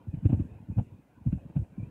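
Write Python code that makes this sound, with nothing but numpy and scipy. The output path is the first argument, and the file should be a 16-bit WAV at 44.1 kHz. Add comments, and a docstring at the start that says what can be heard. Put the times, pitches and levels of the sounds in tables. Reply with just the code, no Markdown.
"""On an open desert hillside, among wind turbines, gusty wind buffets a small microphone.
Each eddy (a little whirl of air) hits the microphone's opening with a low thump and a brief flutter;
the strong ones also rasp at its rim and raise a thin hiss. In the lulls a faint rush of distant wind
and machinery remains, with air in the dry brush and a few breathy whistles."""
import sys
import numpy as np
from scipy import signal
from scipy.fft import rfft, irfft, next_fast_len
from scipy.io import wavfile
from scipy.ndimage import uniform_filter1d

SR = 44100
rng = np.random.default_rng(int(sys.argv[2]) if len(sys.argv) > 2 else 0)


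def persist_wave(psi):
    """Save psi, clipped to +-1, as 16-bit WAV."""
    counts = np.round(np.clip(psi, -1, 1) * 32767).astype(np.int16)
    wavfile.write(sys.argv[1], SR, np.atleast_2d(counts).T)


N = 83790

# eddies hitting the microphone: time_s, thump_db, flutter_db
EDDIES = [(.078, -41, -48), (.089, -31, -53), (.143, -29, -44), (.18, -33, -59), (.236, -34, -48),
          (.26, -15, -28), (.302, -23, -31), (.334, -18, -28), (.35, -26, -38), (.381, -30, -50),
          (.405, -24, -34), (.423, -32, -46), (.439, -39, -45), (.456, -39, -52), (.519, -42, -57),
          (.559, -43, -56), (.608, -47, -55), (.631, -46, -63), (.694, -36, -49), (.705, -30, -54),
          (.725, -38, -47), (.775, -24, -43), (.788, -19, -32), (.817, -32, -47), (.873, -54, -62),
          (.927, -43, -60), (.948, -49, -58), (.995, -55, -56), (1.182, -54, -55), (1.22, -46, -59),
          (1.272, -20, -44), (1.289, -28, -47), (1.333, -23, -41), (1.357, -31, -51), (1.378, -40, -55),
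          (1.46, -40, -58), (1.503, -44, -53), (1.57, -21, -33), (1.597, -24, -42), (1.622, -29, -52),
          (1.728, -52, -60), (1.787, -35, -44), (1.804, -34, -50), (1.835, -32, -50), (1.88, -46, -55)]
# spectrum of the random wobble in thumps and rasps: pitch_hz, level_db
WOBBLE = [(60, 0), (160, -3), (300, -20), (1000, -90)]


def amp(db):
    """Turn decibels into a multiplier."""
    return 10 ** (np.asarray(db) / 20)


def unit(x):
    """Scale x to an average (rms) size of 1."""
    return x / np.sqrt(np.mean(x ** 2) + 1e-20)


def filtered(x, response):
    """Multiply each frequency in x by response(hz)."""
    size = next_fast_len(N + 8192)
    return irfft(rfft(x, size) * response(np.fft.rfftfreq(size, 1 / SR)), size)[:N]


def coloured(x, spectrum):
    """Shape x with (pitch_hz, level_db) points, then scale it to size 1."""
    pitch_hz, level_db = np.transpose(spectrum)
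    return unit(filtered(x, lambda hz: amp(np.interp(np.log(hz + 1), np.log(pitch_hz), level_db))))


def noise(spectrum):
    """Steady noise with the given spectrum."""
    return coloured(rng.standard_normal(N), spectrum)


def patchy(spectrum, depth_db):
    """Noise whose level drifts in patches of time and pitch."""
    grid = signal.stft(rng.standard_normal(N), nperseg=1024)[2]
    patches = uniform_filter1d(rng.standard_normal(grid.shape), size=5, axis=0)
    patches = uniform_filter1d(patches, size=7, axis=1)
    uneven = signal.istft(grid * amp(depth_db * unit(patches)), nperseg=1024)[1][:N]
    return coloured(uneven, spectrum)


def swells(times, levels_db, rise_s, fall_s, lead_s, wake_db, wake_s):
    """Loudness of passing eddies: each swells, falls quickly and leaves a weaker tail, its wake."""
    age = np.arange(N) / SR - times[:, None] + lead_s
    before, after = np.minimum(age, 0), np.maximum(age, 0)
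    rise = np.exp(1 - np.hypot(1, before / rise_s * 2))
    fall = np.exp(1 - np.hypot(1, after / fall_s))
    wake = amp(wake_db) * np.exp(-after / wake_s)
    each = amp(levels_db)[:, None] * rise * np.maximum(fall, wake)
    return np.sqrt(np.sum(each ** 2, axis=0))


def breeze():
    """Distant wind and machinery, air in dry brush and a rumble of small eddies rise and fall together."""
    # strength of the breeze: time_s, level_db
    strength = [(0, .5), (.2, 1), (.45, 3), (.6, 1.5), (.67, -.5), (.93, .5), (1.06, -2.2), (1.22, -1.5),
                (1.4, 2), (1.5, 1.5), (1.72, .5), (1.83, 2.5), (1.9, 2.5)]
    # spectra of the three sounds: pitch_hz, level_db
    distant_spectrum = [(25, -19), (60, -12), (150, -6), (280, 3), (400, -8), (550, -6), (750, -9),
                        (980, -10.5), (1180, -21), (1500, -17), (2050, -24), (2500, -25), (3000, -31),
                        (4200, -40), (8000, -70)]
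    brush_spectrum = [(1500, -30), (2150, -12), (2400, 0), (2650, -1), (2950, -5), (3200, -12), (3800, -15),
                      (4500, -30)]
    rumble_spectrum = [(25, -15), (45, -3), (85, 0), (170, -2), (260, -4), (370, -12), (490, -11),
                       (650, -24), (1000, -50), (2500, -100)]
    strength_db = np.interp(np.arange(N) / SR, *np.transpose(strength))
    distant = amp(-62.7) * patchy(distant_spectrum, depth_db=3.5)
    brush = amp(-81.5) * patchy(brush_spectrum, depth_db=4.5)
    rumble = amp(-61 + 3.2 * strength_db) * noise(rumble_spectrum)
    return amp(strength_db) * (distant + brush) + rumble


def thumps():
    """Each eddy makes a few uneven swings of pressure, fast at its front and slow in its wake."""
    wake_hz, slowing_s, top_hz = 88, .009, 290
    t, out = np.arange(N) / SR, np.zeros(N)
    for time_s, thump_db, flutter_db in EDDIES:
        front_hz = 162 * 2 ** ((flutter_db - thump_db + 14) / 36)  # brighter eddy, faster front
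        front_share = (1 - np.tanh((t - time_s) / slowing_s + 1 / 4)) / 2
        rate_hz = wake_hz + (front_hz - wake_hz) * front_share
        turns = np.cumsum(rate_hz * np.exp(.37 * noise(WOBBLE))) / SR + rng.random()
        loudness = swells(np.array([time_s]), thump_db + np.array([.9]),
                          rise_s=.0062, fall_s=.0075, lead_s=.003, wake_db=-20, wake_s=.028)
        out += loudness * np.sqrt(2) * np.sin(2 * np.pi * turns)
    return filtered(out, lambda hz: 1 / np.sqrt(1 + (hz / top_hz) ** 12))


def flutter():
    """Each eddy briefly shakes the pressure at an uneven rate."""
    # spectrum of the flutter: pitch_hz, level_db
    spectrum = [(100, -25), (165, -2), (230, 2), (330, -1), (385, -14), (480, -10), (620, -19), (900, -45),
                (2000, -100)]
    wider = [(hz, min(db + 6, 0)) for hz, db in spectrum]
    swirl = noise(spectrum)
    for _ in range(3):  # make the swings nearly equal in strength
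        phase = np.angle(signal.hilbert(swirl))
        swirl = coloured(np.cos(phase), wider)
    times, _, flutter_db = np.transpose(EDDIES)
    return swirl * swells(times, flutter_db + 2,
                          rise_s=.007, fall_s=.006, lead_s=.003, wake_db=-17, wake_s=.036)


def hiss():
    """Eddies raise a thin hiss that grows with their strength."""
    # spectrum of the hiss: pitch_hz, level_db
    spectrum = [(3000, -20), (5200, -10), (6300, -3), (7500, 0), (9500, -3), (12000, -10), (15500, -18)]
    times, thump_db, _ = np.transpose(EDDIES)
    hiss_db = -79.5 + .5 * (thump_db - thump_db.max())
    loudness = swells(times, hiss_db, rise_s=.02, fall_s=.05, lead_s=.002, wake_db=-12, wake_s=.11)
    return loudness * noise(spectrum)


def whistles():
    """The breeze whistles faintly: short swells of noise close to one pitch."""
    # breathy whistles: peak_s, pitch_hz, level_db
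    notes = [(.12, 2500, -75), (.58, 2500, -73), (.745, 2480, -73), (1.41, 2550, -74), (1.835, 2400, -69),
             (1.865, 2550, -74)]
    swell_s, width_hz = .02, 55
    t, out = np.arange(N) / SR, np.zeros(N)
    for peak_s, pitch_hz, level_db in notes:
        tone = filtered(rng.standard_normal(N), lambda hz: 1 / (1 + ((hz - pitch_hz) / width_hz) ** 2))
        out += amp(level_db) * unit(tone) * np.exp(-((t - peak_s) / swell_s) ** 2)
    return out


def rasps():
    """The fastest eddies tear raggedly at the rim of the microphone's opening."""
    # eddies at the rim: time_s, low_db, high_db
    tears = [(.147, -62, -69), (.183, -60, -78), (.258, -52, -57), (.3, -51, -63), (.332, -43, -61),
             (.4, -56, -66), (.712, -59, -74), (.789, -42, -61), (1.272, -57, -71), (1.329, -56, -64),
             (1.385, -60, -78), (1.495, -60, -76), (1.567, -49, -64), (1.64, -61, -76)]
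    # spectra of the low and high rasp: pitch_hz, level_db
    low_spectrum = [(300, -22), (480, 0), (680, 0), (800, -5), (980, -9), (1150, -20), (1600, -25),
                    (2500, -45), (5000, -90)]
    high_spectrum = [(600, -20), (1000, -3), (1500, 0), (2050, -4), (2500, 4), (2850, 0), (3200, -12),
                     (3900, -15), (4400, -33), (9000, -60)]
    times, low_db, high_db = np.transpose(tears)
    shape = dict(rise_s=.011, fall_s=.010, lead_s=.001, wake_db=-19, wake_s=.04)
    ragged = unit(amp(2.5 * noise(WOBBLE)))
    low = swells(times, low_db, **shape) * noise(low_spectrum)
    high = swells(times, high_db, **shape) * noise(high_spectrum)
    return ragged * (low + high)


def scene():
    """All the wind at one microphone."""
    return (breeze() + thumps() + flutter() + hiss() + whistles() + rasps())[None]


def record(dry):
    """The recorder cuts the deep bass, adds its own faint noise and drops the highest treble."""
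    # spectrum of the recorder's noise: pitch_hz, level_db
    spectrum = [(100, 0), (4000, 0), (8000, 0), (15500, -1.5)]
    low_cut_hz, top_hz = 43, 15700
    thinned = signal.sosfilt(signal.butter(4, low_cut_hz, "highpass", fs=SR, output="sos"), dry[0])
    return filtered(thinned + amp(-82.7) * noise(spectrum), lambda hz: hz < top_hz)[None]


dry = scene()
out = record(dry)
persist_wave(out)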